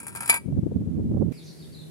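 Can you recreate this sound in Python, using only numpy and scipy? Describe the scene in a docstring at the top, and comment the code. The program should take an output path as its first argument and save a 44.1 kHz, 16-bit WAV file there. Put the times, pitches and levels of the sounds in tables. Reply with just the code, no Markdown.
"""In a workshop, a tin paint lid slides off the fingers with small rim ticks, drops on the concrete
floor, rattles and lies flat. Each hit makes the thin metal ring. Wind then thumps on the two
openings of a close microphone. The scene jumps to a calmer moment: small birds chirp some way off,
echoing from the walls, while a lower whistle dies away over a low hum."""
import sys
import numpy as np
from scipy import signal
from scipy.fft import rfft, irfft
from scipy.io import wavfile

SR = 44100
rng = np.random.default_rng(int(sys.argv[2]) if len(sys.argv) > 2 else 0)


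def waveform_to_disk(signal):
    """Save audio, clipped to [-1, 1], as 16-bit WAV at the path in sys.argv[1]."""
    frames = np.transpose(np.atleast_2d(signal))
    scaled = np.clip(frames, -1, 1) * 32767
    samples = np.round(scaled).astype(np.int16)
    wavfile.write(sys.argv[1], SR, samples)


N = 83790
DROP_S, FLAT_S, JUMP_S = .285, .376, 1.323  # the lid leaves the fingers, lies flat; the scene jumps
RIGHT_LAG_S = .000178  # the lid's sound reaches the right opening this much later

# Hits of the rim and how hard each drives the low, middle and high pitches
# (time [s], low level [dB], middle level [dB], high level [dB])
RIM_HITS = [(.001, -41.5, -39.5, -35.5), (0.0314, -46, -48, -40.5), (0.067, -35.5, -38.5, -32.5),
            (.080, -44, -37.5, -33), (.150, -33.5, -34, -34.5), (0.159, -34.5, -33, -32.5),
            (.171, -33, -34, -36.5), (.2056, -28.5, -29.5, -28.5), (.222, -31, -36.5, -37),
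            (.231, -33, -32, -33.5), (0.258, -35, -29.5, -31), (0.277, -34.5, -27.5, -30),
            (0.2918, -18.5, -34, -23.5), (0.2964, -14, -9, -12), (0.2984, -16, -5.5, -11.5),
            (0.3026, -26.5, -19, -15.5), (0.326, -21, -30, -29), (0.3369, -23, -33, -35.5),
            (.342, -23.5, -21, -20.5), (0.359, -31.5, -32.5, -30), (.372, -33, -38, -36.5)]
# How hard the rim drags on the concrete (time [s], level [dB])
RIM_SCRAPE = [(.04, -48.5), (.07, -48), (.11, -49), (.16, -47.5), (.37, -40)]


def paint_lid(scrape_ticks=44):
    """The rim ticks and scrapes on concrete, drops and rattles to rest; the workshop echoes faintly."""
    out = np.zeros((2, N))
    for at_s, *band_db in RIM_HITS:
        add(out, at_s, rim_hit(at_s, band_db))
    # A scrape is many tiny hits, unevenly spaced.
    for at_s in (np.arange(scrape_ticks) + rng.random(scrape_ticks)) * FLAT_S / scrape_ticks:
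        db = np.interp(at_s, *np.array(RIM_SCRAPE).T)
        add(out, at_s, rim_hit(at_s, (db, db, db)))
    return out + undb(-26) * echo(out, t60=.34)


def rim_hit(at_s, band_db, size=8192, hard_db=-26):
    """One hit gives a crack, a short clatter and clear notes. Hard hits crack more and ring less."""
    age = np.arange(size) / SR
    ring_age = age + np.maximum(age - max(FLAT_S - at_s, 0), 0)  # lying flat, it fades twice as fast
    ring_gain = undb(-.36 * max(max(band_db) - hard_db, 0))
    low, middle, high = (undb(db) * pan(left_db) for db, left_db in zip(band_db, (1.5, 1.5, 3)))
    below = lambda f, hz: 1 / (1 + (f / hz) ** 10)
    band_gain = lambda f: high + (middle - high) * below(f, 6000) + (low - middle) * below(f, 1900)
    crack_fade = undb(1.5) * fade(age, t60=.022)
    clatter_fade = ring_gain * undb(-4.5) * fade(ring_age, t60=.097)
    clatter = shape(metal_clatter(size), band_gain) * (crack_fade + clatter_fade)
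    notes = ring_gain * undb(-9) * metal_notes(age, ring_age, band_gain, held=at_s < DROP_S)
    rise_s = .00009 if max(band_db) > hard_db else .0006
    return (clatter + notes) * (1 - np.exp(-age / rise_s))


# Tone of the thin metal's many short vibrations (frequency [Hz], relative level [dB])
CLATTER_TONE = [(200, -10.5), (500, -6), (850, 4.5), (1300, 3), (2000, -6), (2350, 9), (2950, -11),
                (4200, -11.5), (4750, -9), (5800, -15), (7200, -3), (10300, 8), (13200, -15),
                (15500, -12.5)]


def metal_clatter(size):
    """Crowded vibrations of the sheet blur into noise, with a slightly different tone on every hit."""
    shared = rng.standard_normal(size)
    noise = np.array([shared, np.roll(shared, int(RIGHT_LAG_S * SR))])
    noise += rng.standard_normal((2, size))  # separate noise on each side widens the sound
    bump_hz = np.arange(0, SR / 2, 450)
    bump_db = 3 * rng.standard_normal(len(bump_hz))
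    return unit(shape(colour(noise, CLATTER_TONE), lambda f: undb(np.interp(f, bump_hz, bump_db))))


# The lid's ringing notes (pitch [Hz], relative level when free [dB], relative level on the fingers [dB])
LID_NOTES = [(920, -7, -14), (947, 0, -3), (1167, -6, -12), (1260, -11, -10), (1355, -18, -5),
             (1582, -6, -3), (1790, -17, -9), (1930, -7, -11), (2255, 1, -12), (2317, 4, -5),
             (2525, 0, -11), (3138, -12, -24), (3260, -22, -15), (3515, -14, -26), (4070, -17, -20),
             (4745, -5, -14), (5295, -17, -15), (5560, -24, -18), (7190, -7, -10), (8366, -3, -10),
             (9100, -5, -2), (9504, 0, -3), (10197, -1, -2), (10686, -5, -10), (11175, -6, -14)]


def metal_notes(age, ring_age, band_gain, held):
    """The lid rings: each spot on the rim favours other notes, and the high notes die first."""
    arrival = age - np.array([[0], [RIGHT_LAG_S]])
    phases = rng.random(len(LID_NOTES))
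    chances = rng.standard_normal((len(LID_NOTES), 2))
    out = np.zeros((2, len(age)))
    for (hz, free_db, held_db), phase, (pitch_luck, level_luck) in zip(LID_NOTES, phases, chances):
        db, detune = (held_db, .014) if held else (free_db, .003)
        wave = np.sin(2 * np.pi * (hz * (1 + detune * pitch_luck) * arrival + phase))
        ring_s = .18 * (1000 / hz) ** .16
        out += undb(db + 2 * level_luck) * band_gain(hz) * wave * fade(ring_age, ring_s)
    return out


# Air flowing over the microphone's openings (time [s], left level [dB], right level [dB])
WIND_FLOW = [(.40, -55, -71), (0.449, -38, -52), (0.508, -30.5, -30), (0.698, -33.5, -32.5),
             (0.791, -27.5, -25), (.86, -32.5, -35), (0.918, -40, -22.5), (1.06, -23.5, -25),
             (1.17, -32.5, -23), (1.32, -50.5, -23.5)]
# Single swirls of air that hit one opening
# (peak time [s], half length [s], level [dB], cutoff [Hz], side [0 left, 1 right])
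WIND_SWIRLS = [(.460, .012, -23, 230, 0), (.486, 0.012, -21.5, 294, 0), (.527, 0.0032, -27.5, 340, 0),
               (0.58, 0.019, -21.5, 362, 0), (0.635, 0.011, -17.5, 269, 0), (0.667, 0.013, -17, 290, 0),
               (0.72, 0.012, -25, 407, 0), (0.883, 0.025, -22, 253.5, 0), (0.993, 0.028, -22.5, 340, 0),
               (1.118, 0.0096, -21, 389, 0), (1.156, 0.016, -20.5, 220, 0), (1.23, 0.031, -24.5, 215, 0),
               (0.539, 0.033, -21.5, 162, 1), (0.589, 0.017, -14.5, 184.7, 1), (.764, 0.012, -14.5, 292, 1),
               (0.816, 0.014, -24, 310, 1), (1.144, .008, -20.5, 416, 1), (1.174, 0.012, -21, 486, 1),
               (1.201, 0.017, -15.5, 217, 1), (1.223, 0.013, -16, 450, 1), (1.27, 0.038, -23, 290, 1)]


def wind(t, size=8192):
    """Flowing air rumbles and single swirls thump, differently at each of the two openings."""
    times, *sides = np.array(WIND_FLOW).T
    flow_db = [np.interp(t, times, db, left=-120) for db in sides]
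    out = np.array([wind_rumble(N, cutoff_hz=250) * undb(db) for db in flow_db])
    from_peak = (np.arange(size) - size / 2) / SR
    for at_s, half_s, db, cutoff_hz, side in WIND_SWIRLS:
        swell = np.exp(-2 * (from_peak / half_s) ** 2)
        thump = wind_rumble(size, cutoff_hz) * swell
        thump *= np.sqrt(np.sum(swell ** 2) / np.sum(thump ** 2))  # chance does not set its strength
        add(out[int(side)], at_s + from_peak[0], undb(db) * thump)
    return out


def wind_rumble(n, cutoff_hz, lowest_hz=77.7):
    """Swirling air pushes on an opening: deep noise that drops steeply above the cutoff."""
    treble_cut = lambda f: (1 + (f / cutoff_hz) ** 7.68) * (1 + f / 250)
    bass_cut = lambda f: 1 + (lowest_hz / f) ** 9.4
    return unit(shape(rng.standard_normal(n), lambda f: 1 / np.sqrt(treble_cut(f) * bass_cut(f))))


# Bird chirps, each a slide in pitch
# (time [s], length [s], start pitch [Hz], end pitch [Hz], relative level [dB], rasp [share of pitch])
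BIRD_CHIRPS = [(1.33, .06, 4900, 4600, -58, .045), (1.372, .018, 4350, 4340, -52.5, .02),
               (1.384, .055, 3850, 3650, -56, .05), (1.42, .1, 5900, 5200, -57.5, .075),
               (1.455, .07, 4400, 4200, -54, .06), (1.568, .08, 4750, 4450, -57.5, .06),
               (1.615, .045, 3850, 3520, -57, .035), (1.721, .022, 4200, 4900, -55, .035),
               (1.742, .018, 4250, 3750, -48.5, .015), (1.765, .018, 4450, 3950, -53, .05),
               (1.785, .021, 3550, 4400, -50, .012), (1.806, .02, 3850, 3470, -54, .015)]


def birds(t, wobble_hz=330):
    """A raspy twitter, then a clear warble, smeared by echoes from the walls around."""
    song = np.zeros(N)
    wobble = unit(shape(rng.standard_normal(N), lambda f: 1 / (1 + (f / wobble_hz) ** 4)))
    for at_s, length_s, start_hz, end_hz, db, rasp in BIRD_CHIRPS:
        progress = np.clip((t - at_s) / length_s, 0, 1)
        hz = (start_hz + (end_hz - start_hz) * progress) * (1 + rasp * wobble)  # fast wobble sounds raspy
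        swell = np.sqrt(2 * np.abs(np.sin(np.pi * progress)))
        song += undb(db) * swell * np.sin(2 * np.pi * np.cumsum(hz) / SR)
    return undb(-2.5) * song + undb(-.3) * echo(song, t60=.48)


def whistle(t):
    """A breathy whistle, lower than the chirps, dies away after the jump."""
    return undb(-57.5) * pitched_noise(hz=2370, spread_hz=260) * fade(np.maximum(t - JUMP_S, 0), t60=.7)


def hum():
    """A low hum that wavers in level."""
    return undb(-46) * pitched_noise(hz=159.4, spread_hz=9.2)


# Tone of the background in the windy moment and in the calm one (frequency [Hz], relative level [dB])
WINDY_AIR = [(25, -30), (60, -9), (100, 0), (200, 0), (400, -9), (800, -26), (1500, -33), (3600, -37),
             (5000, -41), (10000, -39), (16000, -51)]
CALM_AIR = [(25, -33), (80, -1.5), (160, -1.5), (380, -4.5), (650, -19.5), (1200, -29.5), (2000, -26.5),
            (3000, -30), (6000, -31.5), (11000, -26), (16000, -46)]


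def air(tone, db):
    """Steady distant rumble and hiss."""
    return undb(db) * colour(rng.standard_normal((2, N)), tone)


def echo(x, t60):
    """Many reflections blend into a fading tail, different on the left and right."""
    age = np.arange(SR // 2) / SR
    tail = rng.standard_normal((2, len(age))) * fade(age, t60) * (1 - np.exp(-age / .0022))
    tail /= np.sqrt(np.sum(tail[0] ** 2))
    return signal.fftconvolve(np.atleast_2d(x), tail, axes=1)[:, :N]


def undb(db):
    """Turn decibels into a number to multiply by."""
    return 10 ** (np.asarray(db) / 20)


def unit(x):
    """Scale a sound to an average strength (rms) of 1."""
    return x / np.sqrt(np.mean(x ** 2) + 1e-20)


def shape(x, gain):
    """Turn each frequency f up or down by gain(f)."""
    n = x.shape[-1]
    hz = np.maximum(np.arange(n // 2 + 1) * SR / n, 1)
    return irfft(rfft(x) * gain(hz), n)


def colour(x, tone):
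    """Give noise a tone drawn through (frequency [Hz], relative level [dB]) points, at strength 1."""
    hz, db = np.array(tone, float).T
    return unit(shape(x, lambda f: undb(np.interp(np.log(f), np.log(hz), db))))


def pitched_noise(hz, spread_hz):
    """Stereo noise gathered around one pitch."""
    return unit(shape(rng.standard_normal((2, N)), lambda f: 1 / (1 + ((f - hz) / spread_hz) ** 2)))


def fade(age, t60):
    """Die away by 60 dB every t60 seconds."""
    return np.exp(-np.log(1000) * age / t60)


def pan(db):
    """Left and right gains that make the left louder by db."""
    return undb(np.array([[db], [-db]]) / 2)


def add(out, at_s, x):
    """Mix a sound in at a given time."""
    start = max(int(at_s * SR), 0)
    n = min(x.shape[-1], N - start)
    out[..., start:start + n] += x[..., :n]


def scene():
    """Lid and wind first; then, after a jump with a soft tick, birds, whistle and hum."""
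    t = np.arange(N) / SR
    windy = paint_lid() + wind(t) + air(WINDY_AIR, db=-46)
    calm = whistle(t) + birds(t) + air(CALM_AIR, db=-46.5) + hum()
    tick_noise = colour(rng.standard_normal((2, N)), [(600, -7), (12000, -23)])
    tick = undb(-49) * tick_noise * np.exp(-np.abs(t - JUMP_S) / .0054)
    calm_share = np.clip((t - JUMP_S) / .003 + .5, 0, 1)
    return windy * (1 - calm_share) + calm * calm_share + tick


def record(dry):
    """The recorder rounds off the loudest peaks and cuts the deepest rumble and the highest hiss."""
    rumble_cut = signal.butter(2, 42, "high", fs=SR, output="sos")
    hiss_cut = signal.ellip(10, .2, 80, 15900, fs=SR, output="sos")
    return signal.sosfilt(hiss_cut, signal.sosfilt(rumble_cut, np.tanh(dry)))


dry = scene()
out = record(dry)
waveform_to_disk(out)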